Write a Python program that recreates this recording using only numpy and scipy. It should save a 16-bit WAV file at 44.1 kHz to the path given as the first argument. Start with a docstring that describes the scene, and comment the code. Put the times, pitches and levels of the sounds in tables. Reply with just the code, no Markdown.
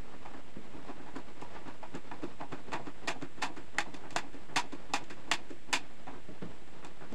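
"""Wire that holds plywood panels together is twisted tight with pliers in a quiet workshop.
First the wire is slack: dull creaks of random slips ring in the panels, and between turns the tool drags
back with a scrape and a hollow knock. At about 2.7 s the wire bites: the creaks grow louder and sharper,
each between a faint strain and a dull groan. Near 6 s it is let go, and one softer turn follows. Hand and
sleeve rub the wood throughout; soft bumps come now and then, mostly near the end, over air and rumble."""
import sys
import numpy as np
from scipy import signal
from scipy.fft import rfft, irfft
from scipy.io import wavfile

SR = 44100
rng = np.random.default_rng(int(sys.argv[2]) if len(sys.argv) > 2 else 0)


def wav_record(signal):
    """Record a signal, one row per channel, as 16-bit PCM in the file named by sys.argv[1]."""
    frames = np.transpose(np.atleast_2d(signal))
    bounded = np.clip(frames, -1, 1)
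    # unit amplitude maps onto the largest positive 16-bit level
    quanta = np.round(bounded * 32767).astype(np.int16)
    wavfile.write(sys.argv[1], SR, quanta)


N = 314874
AGE = np.arange(int(.4 * SR)) / SR   # seconds since the start of a short sound

# Resonances of wire and plywood. Each row: frequency in Hz, width in Hz, relative level in dB.
PANEL = [(720, 208, -1.5), (827.8, 24.4, 2), (823.1, 31, 4), (939, 127, 1.94), (959.6, 41.7, 6),
         (1170, 149, -4), (1393, 340, -7.5), (1600, 52, -5), (1688, 54, -5), (1975, 246, -9),
         (2099, 204, -1.5), (2120, 252, 0), (2430, 153, 3), (2395, 113, -3.5), (2570, 45, -14),
         (2625, 410, -5), (3300, 160, -8.5), (3524, 215, -7.5), (4480, 490, -11), (5190, 610, -14.5),
         (6250, 230, -14), (6840, 310, -14.5), (7640, 500, -16), (8800, 820, -23), (9970, 2000, -30),
         (15100, 616, -38)]
# Low bending modes of the panel, driven through the wire. 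Each row: frequency in Hz, width in Hz,
# relative level in dB.
BENDING = [(153.7, 48, -6.5), (199, 28, -8.5), (275.8, 33.3, -1), (342, 23, -1.5), (361, 40, -5.5),
           (483, 82, -14), (578, 41, -11)]
# Turns of the tool. Each row: start in seconds, build-up in seconds, relative level of the first snap in dB,
# creak level in dB, knock level in dB, squeak pitch in Hz.
TURNS = [(0.252, 0.0079, -12, -50.5, -60, 1100), (.735, .01, -2, -60.5, -52.5, 710),
         (1.061, .024, -5, -53.5, -56, 1610), (1.545, .022, -11, -51.3, -58.5, 1320),
         (1.829, 0.0018, 3, -49, -63, 800), (2.113, 0.00066, -5, -47, -53.5, 1740),
         (2.398, 0.014, -13, -44.5, -48.5, 910), (2.719, 0.019, -11, -38.5, -46, 970),
         (3.074, 0.012, -9, -36, -45.5, 765), (3.417, .014, -22, -35.5, -49, 990),
         (3.784, 0.0015, 8.5, -33, -50.5, 1800), (4.1613, 0.0014, 3.5, -34.5, -47, 1650),
         (4.56, 0.012, -5, -31, -44.5, 920), (4.936, 0.0066, 0.5, -33.5, -46, 850),
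         (5.3138, 0.0023, 3, -31.5, -47.5, 2650), (5.7281, 0.0042, -3.5, -31, -46.5, 2513),
         (6.068, 0.019, -5, -48, -52.5, 1330)]


def from_db(db):
    """Decibels to gain."""
    return 10 ** (np.asarray(db) / 20)


def add(out, s, sound):
    """Mix a sound in at time s, in seconds."""
    i = max(0, round(s * SR))
    out[i:i + len(sound)] += sound[:N - i]


def at_level(sound, db):
    """Scale a short sound so that its first 80 ms have this rms level."""
    loudness = np.sqrt(np.mean(sound[:int(.08 * SR)] ** 2) + 1e-20)
    return from_db(db) * sound / loudness


def cut(x, hz, kind):
    """Second-order high- or low-pass."""
    return signal.sosfilt(signal.butter(2, hz, kind, fs=SR, output="sos"), x)


def resonate(x, modes):
    """Parallel resonances of alternating sign; a narrower one rings longer."""
    out = 0
    for k, (hz, width_hz, db) in enumerate(modes):
        r = np.exp(-np.pi * width_hz / SR)
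        poles = [1, -2 * r * np.cos(2 * np.pi * hz / SR), r * r]
        gain = (-1) ** k * from_db(db) * (1 - r * r) / 2
        out = out + gain * signal.lfilter([1, 0, -1], poles, x + 1e-18)
    return out


def brighten(x, db_per_octave, corner_hz=1000, top_hz=4200):
    """A harder contact tilts the treble up, a softer one down; the tilt levels off at the top."""
    size = 2 * len(x)
    hz = np.fft.rfftfreq(size, 1 / SR)
    octaves = np.log2((1 + (hz / corner_hz) ** 2) / (1 + (hz / top_hz) ** 2)) / 2
    return irfft(rfft(x, size) * from_db(db_per_octave * octaves))[:len(x)]


def coloured(x, spectrum):
    """Give a long signal a spectrum; rms 1."""
    hz, db = np.transpose(spectrum)
    log_hz = np.log(np.fft.rfftfreq(N, 1 / SR) + 1)
    gain = from_db(np.interp(log_hz, np.log(hz), db))
    gain[0] = 0
    y = irfft(rfft(x) * gain, N)
    return y / np.std(y)


def slips(size, per_s, spread_db):
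    """Tiny stick-slip releases at random moments, of uneven strength and random sign."""
    unevenness = np.clip(rng.standard_normal(size), -2, 2)
    strength = from_db(spread_db * unevenness) * rng.choice([-1, 1], size)
    return strength * (rng.random(size) < per_s / SR)


def push(build_s, fade_s, start):
    """Force swells from a starting share to its peak, then dies away exponentially."""
    build_s, fade_s = max(build_s, 1 / SR), max(fade_s, 1 / SR)
    swell = start + (1 - start) * AGE / build_s
    release = np.exp(-np.maximum(AGE - build_s, 0) / fade_s)
    return np.where(AGE < build_s, swell, release)


def snap(length_s):
    """A sudden release, spread over a moment by its travel along the wire; energy 1."""
    burst = rng.choice([-1, 1], len(AGE)) * np.exp(-AGE / max(length_s, 1 / SR))
    return burst / np.linalg.norm(burst)


def tail(t60, delay_s):
    """Energy of reflections that begin after a delay and fall 60 dB in t60 seconds; sum 1."""
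    energy = from_db(-120 * np.maximum(AGE - delay_s, 0) / t60) * (AGE >= delay_s)
    return energy / energy.sum()


def diffuse(x, energy):
    """Countless reflections blur a sound into noise that follows its power."""
    power = signal.fftconvolve(x ** 2, energy)[:len(x)]
    return np.sqrt(np.maximum(power, 0)) * rng.standard_normal(len(x))


def workshop(x):
    """Direct sound, scatter between the panels, an echo off the roof and a short dull tail."""
    near = from_db(-5) * diffuse(x, tail(t60=.072, delay_s=.0031))
    echo = from_db(-7) * diffuse(x, tail(t60=.085, delay_s=.019))
    room = from_db(-13) * cut(diffuse(x, tail(t60=.22, delay_s=.014)), 4500, "low")
    return x + near + echo + room


def squeak(x, hz, lift_db):
    """The slips favour one range of pitch, set by the grip and the tension: a broad peak in the creak."""
    return x + (from_db(lift_db) - 1) * resonate(x, [(hz, .33 * hz, 0)])


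def stroke(build_s, fade_s, first_db, level_db, brightness, knock_db, squeak_hz, lift_db):
    """The wire breaks free with a snap, then chatters through its hole; the pull also bends the panel."""
    # a wire that held long snaps hard and chatters at once; otherwise the creak swells from little
    start = min(1, .61 * from_db(first_db))
    chatter = slips(len(AGE), per_s=1400, spread_db=2.5) * push(build_s, fade_s, start)
    chatter = chatter / (np.linalg.norm(chatter) + 1e-12)
    first_snap = from_db(first_db - 1.5) * snap(length_s=.0012)
    drive = workshop(chatter + first_snap)
    creak = cut(resonate(squeak(drive, squeak_hz, lift_db), PANEL), 600, "high")
    knock = cut(resonate(drive, BENDING), 900, "low")
    return at_level(brighten(creak, brightness), level_db) + at_level(knock, knock_db)


def tension(s):
    """How taut the wire is at time s: slack at first, then it bites, tightens slowly and is let go."""
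    # Each row: time in seconds, share of full tension from 0 to 1.
    course = [(0, 0.16), (2.4, 0), (3.07, .68), (4.94, 0.85), (5.73, 0.98), (6.05, 0)]
    return np.clip(np.interp(s, *np.transpose(course)), 0, 1)


def still_air(level_db=-58):
    """Workshop air: steady noise with a fixed spectrum."""
    # Each row: frequency in Hz, relative density in dB per Hz.
    air_spectrum = [(40, -5), (80, -8), (160, -10.5), (300, -10), (500, -17.5), (900, -29.5), (1800, -17.5),
                    (3200, -22.5), (5000, -31.5), (6500, -34), (7700, -27.5), (8500, -35.5), (9800, -35),
                    (11000, -61), (15000, -78)]
    return from_db(level_db) * coloured(rng.standard_normal(N), air_spectrum)


def faint_rumble(level_db=-67):
    """Steady noise confined to the lowest bass."""
    # Each row: frequency in Hz, relative density in dB per Hz.
    rumble_spectrum = [(10, -21), (25, -4), (50, 2), (100, 0), (200, -45)]
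    return from_db(level_db) * coloured(rng.standard_normal(N), rumble_spectrum)


def rubbing(uneven_db=4.5, grips_per_s=35):
    """Hand and sleeve drag over the wood: dense tiny slips under uneven pressure."""
    # Each row: time in seconds, level in dB before the uneven pressure.
    rub_levels = [(0, -52.5), (.55, -58.5), (.85, -53.5), (1.7, -54.5), (2.6, -55), (3.7, -56.5),
                  (5.9, -58), (6.449, -56), (6.7, -58.5), (7.14, -54)]
    # Each row: frequency in Hz, relative density in dB per Hz.
    rub_spectrum = [(100, -12.5), (200, -3.5), (290, -5), (520, -7.5), (850, -9.5), (1300, -14.5),
                    (2500, -23), (5000, -30.5), (9000, -48), (14000, -67)]
    t = np.arange(N) / SR
    s, level_db = np.transpose(rub_levels)
    grips = np.clip(rng.standard_normal(N), -2, 1)
    pressure = np.interp(t * grips_per_s, np.arange(N), grips)
    grain = coloured(slips(N, per_s=2100, spread_db=1), rub_spectrum)
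    return grain * from_db(np.interp(t, s, level_db) + uneven_db * pressure)


def bumps():
    """Soft flesh lands as a smooth push of noise and excites mostly the low modes."""
    # A hand bumps the panel. Each row: start in seconds, build-up in seconds, fade in seconds, level in dB.
    hand_bumps = [(0.56, 0.00083, 0.016, -48), (4.149, .0025, 0.018, -47.5), (6.28, .0073, .014, -49),
                  (6.415, 0.011, 0.0044, -43), (6.477, .0053, 0.01, -54), (7.118, 0.0072, .012, -46.5)]
    # The panel damped under a palm. Each row: frequency in Hz, width in Hz, relative level in dB.
    palm_modes = [(85.5, 30, -0.5), (143, 107, 2.5), (198, 84, 5.5), (300, 98, -0.5), (418, 126, -4),
                  (637, 43, -7.5), (1040, 580, -22)]
    out = np.zeros(N)
    for s, build_s, fade_s, level_db in hand_bumps:
        force = rng.standard_normal(len(AGE)) * push(build_s, fade_s, start=.23)
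        thud = cut(resonate(workshop(force), palm_modes), 3400, "low")
        add(out, s, at_level(thud, level_db))
    return out


def slides():
    """Shifted in the hand, the tool scrapes softly over the wood."""
    # Each row: start in seconds, scrape level in dB.
    tool_slides = [(0.774, -61), (.98, -58), (4.036, -54), (4.485, -57.5), (6.135, -58), (6.826, -53.5),
                   (7.008, -54)]
    out = np.zeros(N)
    for s, scrape_db in tool_slides:
        scrape = stroke(build_s=.015, fade_s=.015, first_db=-5, level_db=scrape_db, brightness=-15,
                        knock_db=-54.5, squeak_hz=1410, lift_db=9.5)
        add(out, s, scrape)
    return out


def ticks():
    """The jaws touch the wire in one short, bright click that rings in the panel."""
    # Light metal ticks of the pliers. Each row: start in seconds, level in dB.
    jaw_ticks = [(1.163, -61.5), (1.414, -61), (1.677, -68), (1.95, -60), (2.24, -65), (3.222, -62.5),
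                 (3.943, -58), (4.106, -57), (5.039, -65.5), (6.847, -58), (7.124, -66)]
    out = np.zeros(N)
    for s, level_db in jaw_ticks:
        click = resonate(workshop(snap(length_s=.0024)), PANEL)
        add(out, s, at_level(brighten(click, db_per_octave=5.5), level_db))
    return out


def returns():
    """The tool drags back with a light scrape and seats near the end of the push with one hollow knock."""
    # Back strokes, which set the tool for the next turn. Each row: start in seconds, build-up in seconds,
    # scrape level in dB, knock level in dB before the trims below, squeak pitch in Hz.
    back_strokes = [(0.12, 0.024, -57.5, -59, 1190), (0.335, 0.0095, -54, -55.5, 1380),
                    (.883, .016, -51, -52.5, 1170), (1.152, 0.01, -50, -49, 1240),
                    (1.414, 0.0055, -50, -52, 970), (1.658, 0.024, -51.5, -52.5, 1190),
                    (1.941, 0.012, -51, -45, 1340), (2.222, 0.013, -51.5, -45, 1280),
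                    (2.519, 0.0079, -48, -47.5, 1350), (2.859, 0.013, -52.5, -49.5, 1280),
                    (3.213, 0.013, -51.5, -46.5, 1390), (3.564, .01, -53, -54, 1420),
                    (3.939, 0.0023, -55, -52.5, 810), (4.33, 0.014, -59.5, -52.5, 1450),
                    (4.722, 0.0049, -53, -48.5, 1040), (5.099, 0.0066, -51.5, -52, 1440),
                    (5.493, 0.014, -59, -51.5, 1300)]
    drag_trim_db, seat_trim_db = -1, -.5
    out = np.zeros(N)
    impulse = 1. * (AGE == 0)
    seat = cut(cut(resonate(impulse, BENDING), 250, "high"), 450, "low")
    for s, build_s, scrape_db, knock_db, squeak_hz in back_strokes:
        brightness = -12.5 + 2.53 * s   # dB per octave, rising steadily with time
        drag = stroke(build_s, fade_s=.007, first_db=-6, level_db=scrape_db, brightness=brightness,
                      knock_db=knock_db + drag_trim_db, squeak_hz=squeak_hz, lift_db=8.5)
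        add(out, s, drag)
        add(out, s + .904 * build_s, at_level(seat, knock_db + seat_trim_db))
    return out


def strain_and_settle():
    """A taut wire strains in a faint creak before each turn; the panel settles in a dull groan after it."""
    taut_share, strain_lead_s, settle_lag_s = .2, .05, .067
    settle_loss_db_per_s = 2.5   # the panel has less give with every turn
    out = np.zeros(N)
    taut_turns = [s for s, *_ in TURNS if tension(s) > taut_share]
    for s in taut_turns:
        loss_db = settle_loss_db_per_s * (s - taut_turns[0])
        strain = stroke(build_s=.012, fade_s=.016, first_db=-21, level_db=-58.5, brightness=-10,
                        knock_db=-54, squeak_hz=1010, lift_db=4)
        settle = stroke(build_s=.012, fade_s=.01, first_db=-20, level_db=-52.5 - loss_db, brightness=-36,
                        knock_db=-51 - loss_db, squeak_hz=693.6, lift_db=2)
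        add(out, s - strain_lead_s, strain)
        add(out, s + settle_lag_s, settle)
    return out


def turns():
    """Each turn makes the wire slip in a short creak; the tighter the wire, the sharper the creak."""
    slack_brightness, tight_brightness = -14, 3.7   # dB per octave
    out = np.zeros(N)
    for s, build_s, first_db, level_db, knock_db, squeak_hz in TURNS:
        brightness = slack_brightness + tension(s) * (tight_brightness - slack_brightness)
        creak = stroke(build_s, fade_s=.0066, first_db=first_db, level_db=level_db, brightness=brightness,
                       knock_db=knock_db, squeak_hz=squeak_hz, lift_db=3)
        add(out, s, creak)
    return out


def scene():
    """The still air of the workshop and a faint rumble, then hand and tool, in one channel."""
    background = still_air() + faint_rumble()
    hand = rubbing() + bumps()
    tool = slides() + ticks() + returns() + strain_and_settle() + turns()
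    return (background + hand + tool)[None]


def record(dry):
    """The top is cut steeply; the converter rests slightly off zero."""
    cutoff_hz, offset = 15700, .0258
    low_pass = signal.ellip(10, .2, 70, cutoff_hz, fs=SR, output="sos")
    return signal.sosfilt(low_pass, dry) + offset


dry = scene()
out = record(dry)
wav_record(out)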